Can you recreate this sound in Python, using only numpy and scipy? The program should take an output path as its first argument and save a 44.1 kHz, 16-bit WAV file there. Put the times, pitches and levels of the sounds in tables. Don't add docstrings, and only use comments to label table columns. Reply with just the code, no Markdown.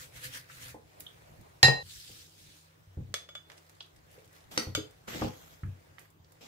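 import sys
import numpy as np
from scipy import signal
from scipy.fft import rfft, irfft
from scipy.io import wavfile
from scipy.ndimage import uniform_filter1d

SR = 44100
rng = np.random.default_rng(int(sys.argv[2]) if len(sys.argv) > 2 else 0)


def generate_wav(signal):
    frames = np.transpose(np.atleast_2d(signal))
    scaled = np.clip(frames, -1, 1) * 32767
    pcm = np.round(scaled).astype(np.int16)
    wavfile.write(sys.argv[1], SR, pcm)


N = 285327

# frequency in Hz, relative level in dB per Hz.
AIR_COLOUR = [(110, -38), (190, -11.5), (224, -11), (306, 0), (583, -9), (1820, -14.5), (7110, -23.5),
              (10700, -35.5), (15400, -19.5)]
AIR_DB = -66.5
# centre in Hz, width in Hz, relative level in dB.
RUMBLE_BANDS = [(59.8, 22, -72), (118, 40, -67.5), (425.5, 810, -72)]
# time in seconds, level in dB.
RUMBLE_SWELL = [(0, -66), (.7, -62), (1.5, -58.5), (1.899, -66), (3.3, -68.5), (4.2, -66), (5.2, -59.5),
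                (6.47, -67)]
# frequency in Hz, peak in dB, rms waver in Hz.
MOTOR_TONES = [(95, -66, 7), (158.4, -67.5, 0.35)]
# frequency in Hz, correlation from -1 to 1.
MIC_LIKENESS = [(60, 0.68), (190, 0.78), (350, -0.044), (600, -0.25), (1400, -0.48), (3000, -0.022)]
# frequency in Hz, time to fall 60 dB in seconds.
KITCHEN_DECAY = [(100, 0.14), (500, 0.34), (2000, 0.28), (6000, 0.26), (14000, 0.23)]
EDGE_HZ = 15700

# full strength at seconds, held for seconds, level in dB, treble added in dB.
BRUSH_STROKES = [(0, 0.039, -46, 3), (0.163, 0.017, -47.5, 2), (.245, 0.01, -38.5, 2),
                 (0.347, 0.019, -40, 1), (.51, 0.075, -51.5, 0), (0.618, .08, -45, 1)]
BOWL_SLIDES = [(1.91, 0.31, -47, 0.0045), (2.39, 0.22, -55.5, 0.0033)]
SPOON_SCRAPES = [(4.515, 0.12, -48, 5), (5.08, 0.17, -43, 0), (5.28, 0.26, -57, 8),
                 (5.99, 0.016, -59.5, 10), (6.412, .07, -54.5, 0)]
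# rise, sag while held and release, all in dB per second.
BRUSH_MOVE = (320, 7.9, 280)
SLIDE_MOVE = (130, 16.4, 110)
SCRAPE_MOVE = (2600, 5.1, 184)
# time in seconds, level in dB.
RUSTLE_LEVEL = [(0, -63.5), (.8, -69.5), (1.0, -61), (1.62, -65), (1.83, -77.5), (2.95, -69.5), (3.44, -73),
                (3.5, -63), (3.65, -66.5), (3.79, -67), (4.03, -70.5), (4.15, -60.5), (4.28, -69),
                (4.36, -60.5), (4.5, -67.5), (5.63, -66), (6.05, -68), (6.17, -88), (6.3, -69.5)]
# frequency in Hz, relative level in dB per Hz.
BRUSH_COLOUR = [(120, -49), (400, -19), (955, -17.5), (1710, -3.5), (2500, -6.5), (15400, -17)]
SLIDE_COLOUR = [(710, -46), (1200, -14.5), (1470, -10.5), (1710, -6), (1820, -9.5), (4010, -1.5),
                (15400, -12.5)]
SCRAPE_COLOUR = [(60, -34), (100, -11), (300, -12.5), (460, -12), (800, -16.5), (2600, -19.5), (7000, -25),
                 (10000, -37.5), (13000, -28.5), (15400, -34.5)]
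RUSTLE_COLOUR = [(290, -25.5), (500, 1.5), (769, -5), (1440, -7), (1900, -7), (2920, -13), (15400, -21.5)]
# frequency in Hz, relative level in dB, 60 dB decay in s.
DOUGH_MODES = [(127.4, 1, .2), (264, -9, 0.11), (509.6, -5.5, 0.13)]
MURMUR_DB = -12.5
GRIT_DB, GRITS_PER_S = -13, 320

# start in seconds, peak in dB, centre in Hz, spread in octaves.
KNOCKS = [(0.744, -37.5, 463, 1.25), (1.393, -51.5, 178, 0.65), (1.631, -23, 155, 0.68),
          (1.632, -15.5, 770, 0.76), (1.682, -18, 834, 1.3), (1.829, -46.5, 94, 0.59),
          (2.092, -48.5, 226, 1.47), (2.871, -49.5, 71, 0.69), (2.971, -29.5, 98, 1.6),
          (2.997, -32, 94.3, 1.24), (3.089, -42, 131.4, 0.92), (4.179, -46.5, 423, 0.26),
          (4.575, -25.5, 327, 0.77), (4.669, -31, 133, 1.6), (4.75, -33.5, 123, 0.57),
          (4.776, -28.5, 354.2, 0.35), (5.144, -32, 274.1, 0.97), (5.216, -23, 262, 0.94),
          (5.242, -24, 251, 1.76), (5.269, -42, 129, 1.5), (5.632, -28, 114.4, 0.82),
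          (5.672, -32.5, 91.5, 1.1)]
# frequency in Hz, relative level in dB, 60 dB decay in seconds.
WORKTOP_MODES = [(71, 6, 0.086), (93, 5.5, 0.21), (129, 3.5, 0.27), (180, -2, 0.17), (238.5, 1.5, .1),
                 (302, 2.5, 0.091), (425, 0.5, 0.12), (474, -3.5, 0.22), (512.5, 2, .12),
                 (600.7, -3.5, 0.078), (763.2, -1, 0.17), (823, 1, 0.18), (849.5, -1.5, 0.098),
                 (1005, -6, 0.19)]
# time in seconds, peak in dB, centre in Hz, width in octaves.
TICKS = [(0.4995, -38.5, 1470, 0.4), (1.001, -33, 13900, 0.38), (1.0055, -31.5, 9000, 2.1),
         (1.066, -35.5, 3400, 0.18), (1.4117, -48.5, 7670, 1.8), (3.4999, -37, 1760, 1.16),
         (3.5175, -40.5, 1520, 1.6), (3.579, -44.5, 3750, 1.2), (3.6954, -42.5, 2300, 2.8),
         (3.8065, -28.5, 3640, 0.48), (3.808, -43, 990, 0.93), (4.114, -48, 11410, 1.4),
         (4.1443, -57, 12200, 1.9), (4.2552, -54, 8600, 0.99), (4.3291, -50.5, 6680, 1.16),
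         (4.9096, -49, 5000, 1.5), (5.219, -25, 846, 0.57), (5.6346, -41.5, 1428, 0.54),
         (5.9835, -37.5, 1700, 0.95), (5.9933, -42, 12400, 1.44), (6.054, -53, 1740, 0.46),
         (6.103, -52, 10600, 1.02), (6.2458, -51.5, 4400, 0.68), (6.3207, -47.5, 12800, 2.3)]
# from seconds, to seconds.
STIRRING = (3.45, 4.45)
CRUMB_DB, CRUMB_SPREAD_DB = -54, 3

# time in seconds, crack peak in dB, tilt in dB per octave, ring against crack in dB,
# left minus right in dB, dB added to one clear mode.
DISH_BLOWS = [(1.6288, -7, 2.4, 3.5, -1.5, 0), (1.6825, -14.5, -4, -8.5, 8, -28)]
SPOON_TAPS = [(3.1406, -16, 0.45, -22, 0.46, 2.5), (3.2886, -41.5, -2.1, -11.5, -1.1, 3.5),
              (3.3512, -34, -1.5, -15, -0.35, 8), (4.7495, -14, 0.31, -16, 1.23, -9.5)]
RIM_BLOWS = [(4.5758, -12.5, 0, -13, 1.6, 0), (4.5952, -30.5, 0, -6, 0.67, 0)]
# frequency in Hz, relative level in dB per Hz.
CRACK_COLOUR = [(200, -26.5), (500, -9), (1500, -4), (3800, -4.5), (6500, -5.5), (10000, -19), (15500, -30)]
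DISH_HZ = [132, 1862, 2729, 4011, 4039, 4924, 4981, 6971, 8554, 9249, 10770, 12650, 13810]
BOWL_HZ = [590, 1230, 1400, 2261, 3058, 3451, 3494, 3903, 4867, 6438, 7208, 8070, 11890, 13930]
RIM_HZ = [1330, 1916, 2885, 3844, 4450, 4560, 4936, 5862, 7074, 8500, 9502, 11200, 13500]
# relative level in dB, 60 dB decay in seconds.
DISH_MODES = [(-20, 0.18), (-6.5, 0.3), (-21, .3), (-18, 0.11), (-9, 0.21), (-13, 0.097), (-14.5, .12),
              (-27, 0.21), (-34.5, 0.062), (-37.5, 0.14), (-31, 0.11), (-38, .1), (-34, 0.046)]
BOWL_MODES = [(-1, 0.048), (-7, 0.081), (3, 0.027), (-7.5, 0.19), (4.5, 0.037), (2.5, 0.26), (0, 0.076),
              (-14, 0.054), (-1.5, 0.093), (-4.5, 0.093), (-1, 0.067), (-17, 0.13), (-17, 0.22),
              (-11, 0.048)]
RIM_MODES = [(8.5, 0.012), (-2, 0.079), (-10, 0.061), (-4, 0.057), (-7.5, 0.31), (-2, 0.12), (0.5, 0.049),
             (11, 0.017), (-24, 0.031), (-12, 0.1), (-9.5, 0.065), (-4.5, 0.021), (-11, 0.044)]
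DISH_STOPS_S = 1.829


def gain_of(db):
    return 10 ** (np.asarray(db) / 20)


def evened(x):
    return x / np.sqrt(np.mean(x ** 2) + 1e-20)


def read(points, hz):
    f, value = np.transpose(points)
    return np.interp(np.log(hz + 1), np.log(f + 1), value)


def add(mix, s, sound):
    part = mix[:, round(s * SR):][:, :sound.shape[1]]
    part += sound[:, :part.shape[1]]


def pan(db):
    return gain_of([[db / 2], [-db / 2]])


def alike(left, other, hz):
    same = np.clip(read(MIC_LIKENESS, hz), -1, 1)
    return np.array([left, same * left + np.sqrt(1 - same ** 2) * other])


def noise(field, size, patchy_db):
    hz = np.fft.rfftfreq(size, 1 / SR)[:, None]
    t = np.arange(4 * N // size + 5) * size / 4 / SR
    a, b, c, d, patches = rng.standard_normal((len(t), len(hz), 5)).T
    patches = uniform_filter1d(patches, size // 64, 0)
    patches = evened(uniform_filter1d(patches, 8192 // size, 1))
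    z = alike(a + 1j * b, c + 1j * d, hz) * field(hz, t) * gain_of(patchy_db * patches)
    return signal.istft(z, nperseg=size, noverlap=3 * size // 4)[1][:, :N]


def ring(hz, modes, extra_db, lag_ms, blur):
    t, out = np.arange(SR // 3) / SR, 0
    for f, (db, t60), more_db in zip(hz, modes, extra_db):
        detunings = blur * rng.uniform(-1, 1, 3)
        close = sum(np.sin(2 * np.pi * f * (1 + off) * t) for off in detunings) / 3
        out = out + gain_of(db + more_db - 60 * t / t60) * close
    lag = round(lag_ms * SR / 1000)
    early, late = max(-lag, 0), max(lag, 0)
    out = out * (1 - np.exp(-t / 0.00043))
    return np.array([np.pad(out, (early, late)), np.pad(out, (late, early))])


def driven(push, body):
    return signal.oaconvolve(push[None], body / np.linalg.norm(body[0]), axes=1)[:, :N]


def burst(colour_db, ms):
    t = np.arange(4096) / SR
    after = t - .002
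    envelope = np.exp(-np.abs(after) / np.where(after < 0, .0003, ms / 1000))
    one, other = rng.standard_normal((2, len(t))) * envelope
    right = 0.51 * np.roll(one, rng.integers(-20, 20)) + 1.2 * other
    z = rfft(np.array([one, right]))
    sound = irfft(z * gain_of(colour_db(np.fft.rfftfreq(len(t), 1 / SR) + 1)))
    return sound / np.abs(sound).max()


def kitchen(x, wet_db):
    taps = np.zeros((2, SR // 2))
    at = np.arange(120, SR // 2 - 20, 20) + rng.integers(0, 20, (2, (SR // 2 - 121) // 20))
    np.put_along_axis(taps, at, rng.choice([-1., 1.], at.shape), 1)
    hz, t, z = signal.stft(taps, SR, nperseg=512)
    decay = gain_of(-60 * t / read(KITCHEN_DECAY, hz)[:, None])
    tail = signal.istft(alike(*z, hz[:, None]) * decay, SR, nperseg=512)[1]
    echo = signal.oaconvolve(x, tail / np.linalg.norm(tail[0]), axes=1)[:, :N]
    return x + gain_of(wet_db) * echo


def air():
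    def rumble(hz, t):
        bands = sum(gain_of(db) / np.sqrt(width) / (1 + ((hz - f) / width) ** 2)
                    for f, width, db in RUMBLE_BANDS)
        return bands + 0 * t

    hiss = noise(lambda hz, t: gain_of(read(AIR_COLOUR, hz)) + 0 * t, size=2048, patchy_db=-2.7)
    drone = noise(rumble, size=4096, patchy_db=-4.1)
    swell = gain_of(np.interp(np.arange(N) / SR, *np.transpose(RUMBLE_SWELL)))
    return gain_of(AIR_DB) * evened(hiss) + swell * evened(drone)


def motor():
    waver = uniform_filter1d(rng.standard_normal((len(MOTOR_TONES), N)), size=4000)
    out = 0
    for (hz, db, by_hz), w in zip(MOTOR_TONES, waver):
        phase = 2 * np.pi * np.cumsum(hz + by_hz * evened(w)) / SR
        out = out + gain_of(db) * np.sin(phase)
    return out


def held(s, hold_s, db, move, t):
    rise, sag, release = np.abs(move)
    before, after = np.maximum(s - t, 0), np.maximum(t - s - hold_s, 0)
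    return db - rise * before - sag * np.clip(t - s, 0, hold_s) - release * after


def stroke(level_db, treble_db, colour, hz):
    treble = np.clip(np.log2((hz + 1) / 5000), 0, 1) * treble_db
    shape = gain_of(read(colour, hz) + treble) ** 2
    shape = shape / np.sum(shape * (hz > 1500), axis=0)
    return shape * gain_of(level_db) ** 2


def friction(hz, t):
    sources = [(BRUSH_STROKES, BRUSH_MOVE, BRUSH_COLOUR), (BOWL_SLIDES, SLIDE_MOVE, SLIDE_COLOUR),
               (SPOON_SCRAPES, SCRAPE_MOVE, SCRAPE_COLOUR)]
    power = stroke(np.interp(t, *np.transpose(RUSTLE_LEVEL)), 0, RUSTLE_COLOUR, hz)
    for rows, move, colour in sources:
        for s, hold_s, db, treble_db in rows:
            power = power + stroke(held(s, hold_s, db, move, t), treble_db, colour, hz)
    return np.sqrt(power)


def rubbing():
    hiss = noise(friction, size=256, patchy_db=2.1)
    grain = evened(uniform_filter1d(rng.standard_normal(N), size=150))
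    sizes = gain_of(2.6 * np.minimum(rng.exponential(1, N), 4))
    snaps = sizes * (rng.random(N) < 120 / SR)
    snaps = signal.lfilter([1], [1, -np.exp(-1 / (0.0003 * SR))], snaps)
    snaps = snaps * (np.arange(N) / SR > SPOON_TAPS[0][0])
    return gain_of(0.83 * grain) * (1 + .5 * snaps) * hiss


def dough_murmur():
    t, rows = np.arange(N) / SR, np.array(DOUGH_MODES)
    drag = sum(gain_of(held(s, hold_s, db, BRUSH_MOVE, t)) for s, hold_s, db, _ in BRUSH_STROKES)
    push = drag * rng.standard_normal(N)
    body = ring(rows[:, 0], rows[:, 1:], np.zeros(len(rows)), lag_ms=.25, blur=0.0081)
    return gain_of(MURMUR_DB) * driven(push, body)


def grit():
    t = np.arange(N) / SR
    damped = np.array(BOWL_MODES) * [1, .22]
    sizes = gain_of(3.4 * np.minimum(rng.exponential(1, N), 4))
    grains = evened(sizes * (rng.random(N) < GRITS_PER_S / SR))
    scrape = sum(gain_of(held(s, hold_s, db, SCRAPE_MOVE, t)) for s, hold_s, db, _ in SPOON_SCRAPES)
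    darker_db = -2.5 * np.log2(np.array(BOWL_HZ) / 2000)
    body = ring(BOWL_HZ, damped, darker_db, lag_ms=-.1, blur=0.084)
    return gain_of(GRIT_DB) * driven(scrape * grains, body)


def crumbs(count=26):
    when, size, colour = rng.random((count, 3)).T
    s = STIRRING[0] + when * np.ptp(STIRRING)
    db = CRUMB_DB + CRUMB_SPREAD_DB * (2 * size - 1)
    return [(*row, 1.1) for row in zip(s, db, 2500 * 5 ** colour)]


def ticks():
    out = np.zeros((2, N))
    for s, db, centre_hz, octaves in TICKS + crumbs():
        snap = burst(lambda hz: -6 * np.minimum((np.log2(hz / centre_hz) / octaves) ** 2, 12), ms=4.7)
        add(out, s - .002, gain_of(db) * pan(rng.normal(0, 3)) * snap)
    return out


def knocks(rows):
    out, modes = np.zeros((2, N)), np.array(WORKTOP_MODES)
    hz = modes[:, 0]
    for s, db, centre_hz, octaves in rows:
        nearness_db = -6 * (np.log2(hz / centre_hz) / octaves) ** 2
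        tone = ring(hz, modes[:, 1:], nearness_db, lag_ms=.25, blur=0.041)
        tone = tone * (1 - np.exp(-np.arange(tone.shape[1]) / SR * centre_hz / 0.44))
        add(out, s, gain_of(db) * tone / np.abs(tone).max())
    return out


def glass(blows, hz, modes, crack_ms, lag_ms, blur, order):
    out = np.zeros((2, N))
    for s, db, tilt_db, ring_db, pan_db, clear_db in blows:
        crack = burst(lambda f: read(CRACK_COLOUR, f) + tilt_db * np.log2(f / 3500), crack_ms)
        clearest = np.arange(len(hz)) == order
        extra_db = ring_db + tilt_db * np.log2(np.array(hz) / 3500) + clear_db * clearest
        tone = ring(hz, modes, extra_db, lag_ms, blur)
        gains = gain_of(db) * pan(pan_db)
        add(out, s - .001, gains * crack)
        add(out, s + .001, gains * tone)
    return out


def scene():
    with_dish = np.array([1.6 < row[0] < DISH_STOPS_S for row in KNOCKS])
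    dish = glass(DISH_BLOWS, DISH_HZ, DISH_MODES, crack_ms=1.9, lag_ms=.7, blur=0.0011, order=1)
    dish = dish + knocks(np.compress(with_dish, KNOCKS, axis=0))
    cut = np.clip((DISH_STOPS_S - np.arange(N) / SR) / 0.0014, 0, 1)
    dish = kitchen(dish, -2) * cut
    taps = glass(SPOON_TAPS, BOWL_HZ, BOWL_MODES, crack_ms=2.13, lag_ms=-0.098, blur=0.0037, order=5)
    clank = glass(RIM_BLOWS, RIM_HZ, RIM_MODES, crack_ms=1.3, lag_ms=0.254, blur=0.0195, order=7)
    bowl = kitchen(taps + clank + ticks(), -5.5)
    thuds = kitchen(knocks(np.compress(~with_dish, KNOCKS, axis=0)), -4.0)
    return air() + motor() + rubbing() + dough_murmur() + grit() + thuds + bowl + dish


def record(dry):
    thin = signal.sosfilt(signal.butter(2, 45, "high", fs=SR, output="sos"), dry)
    band = signal.firwin(511, EDGE_HZ, window=("kaiser", 12), fs=SR)
    return signal.oaconvolve(thin, band[None], "same")


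dry = scene()
out = record(dry)
generate_wav(out)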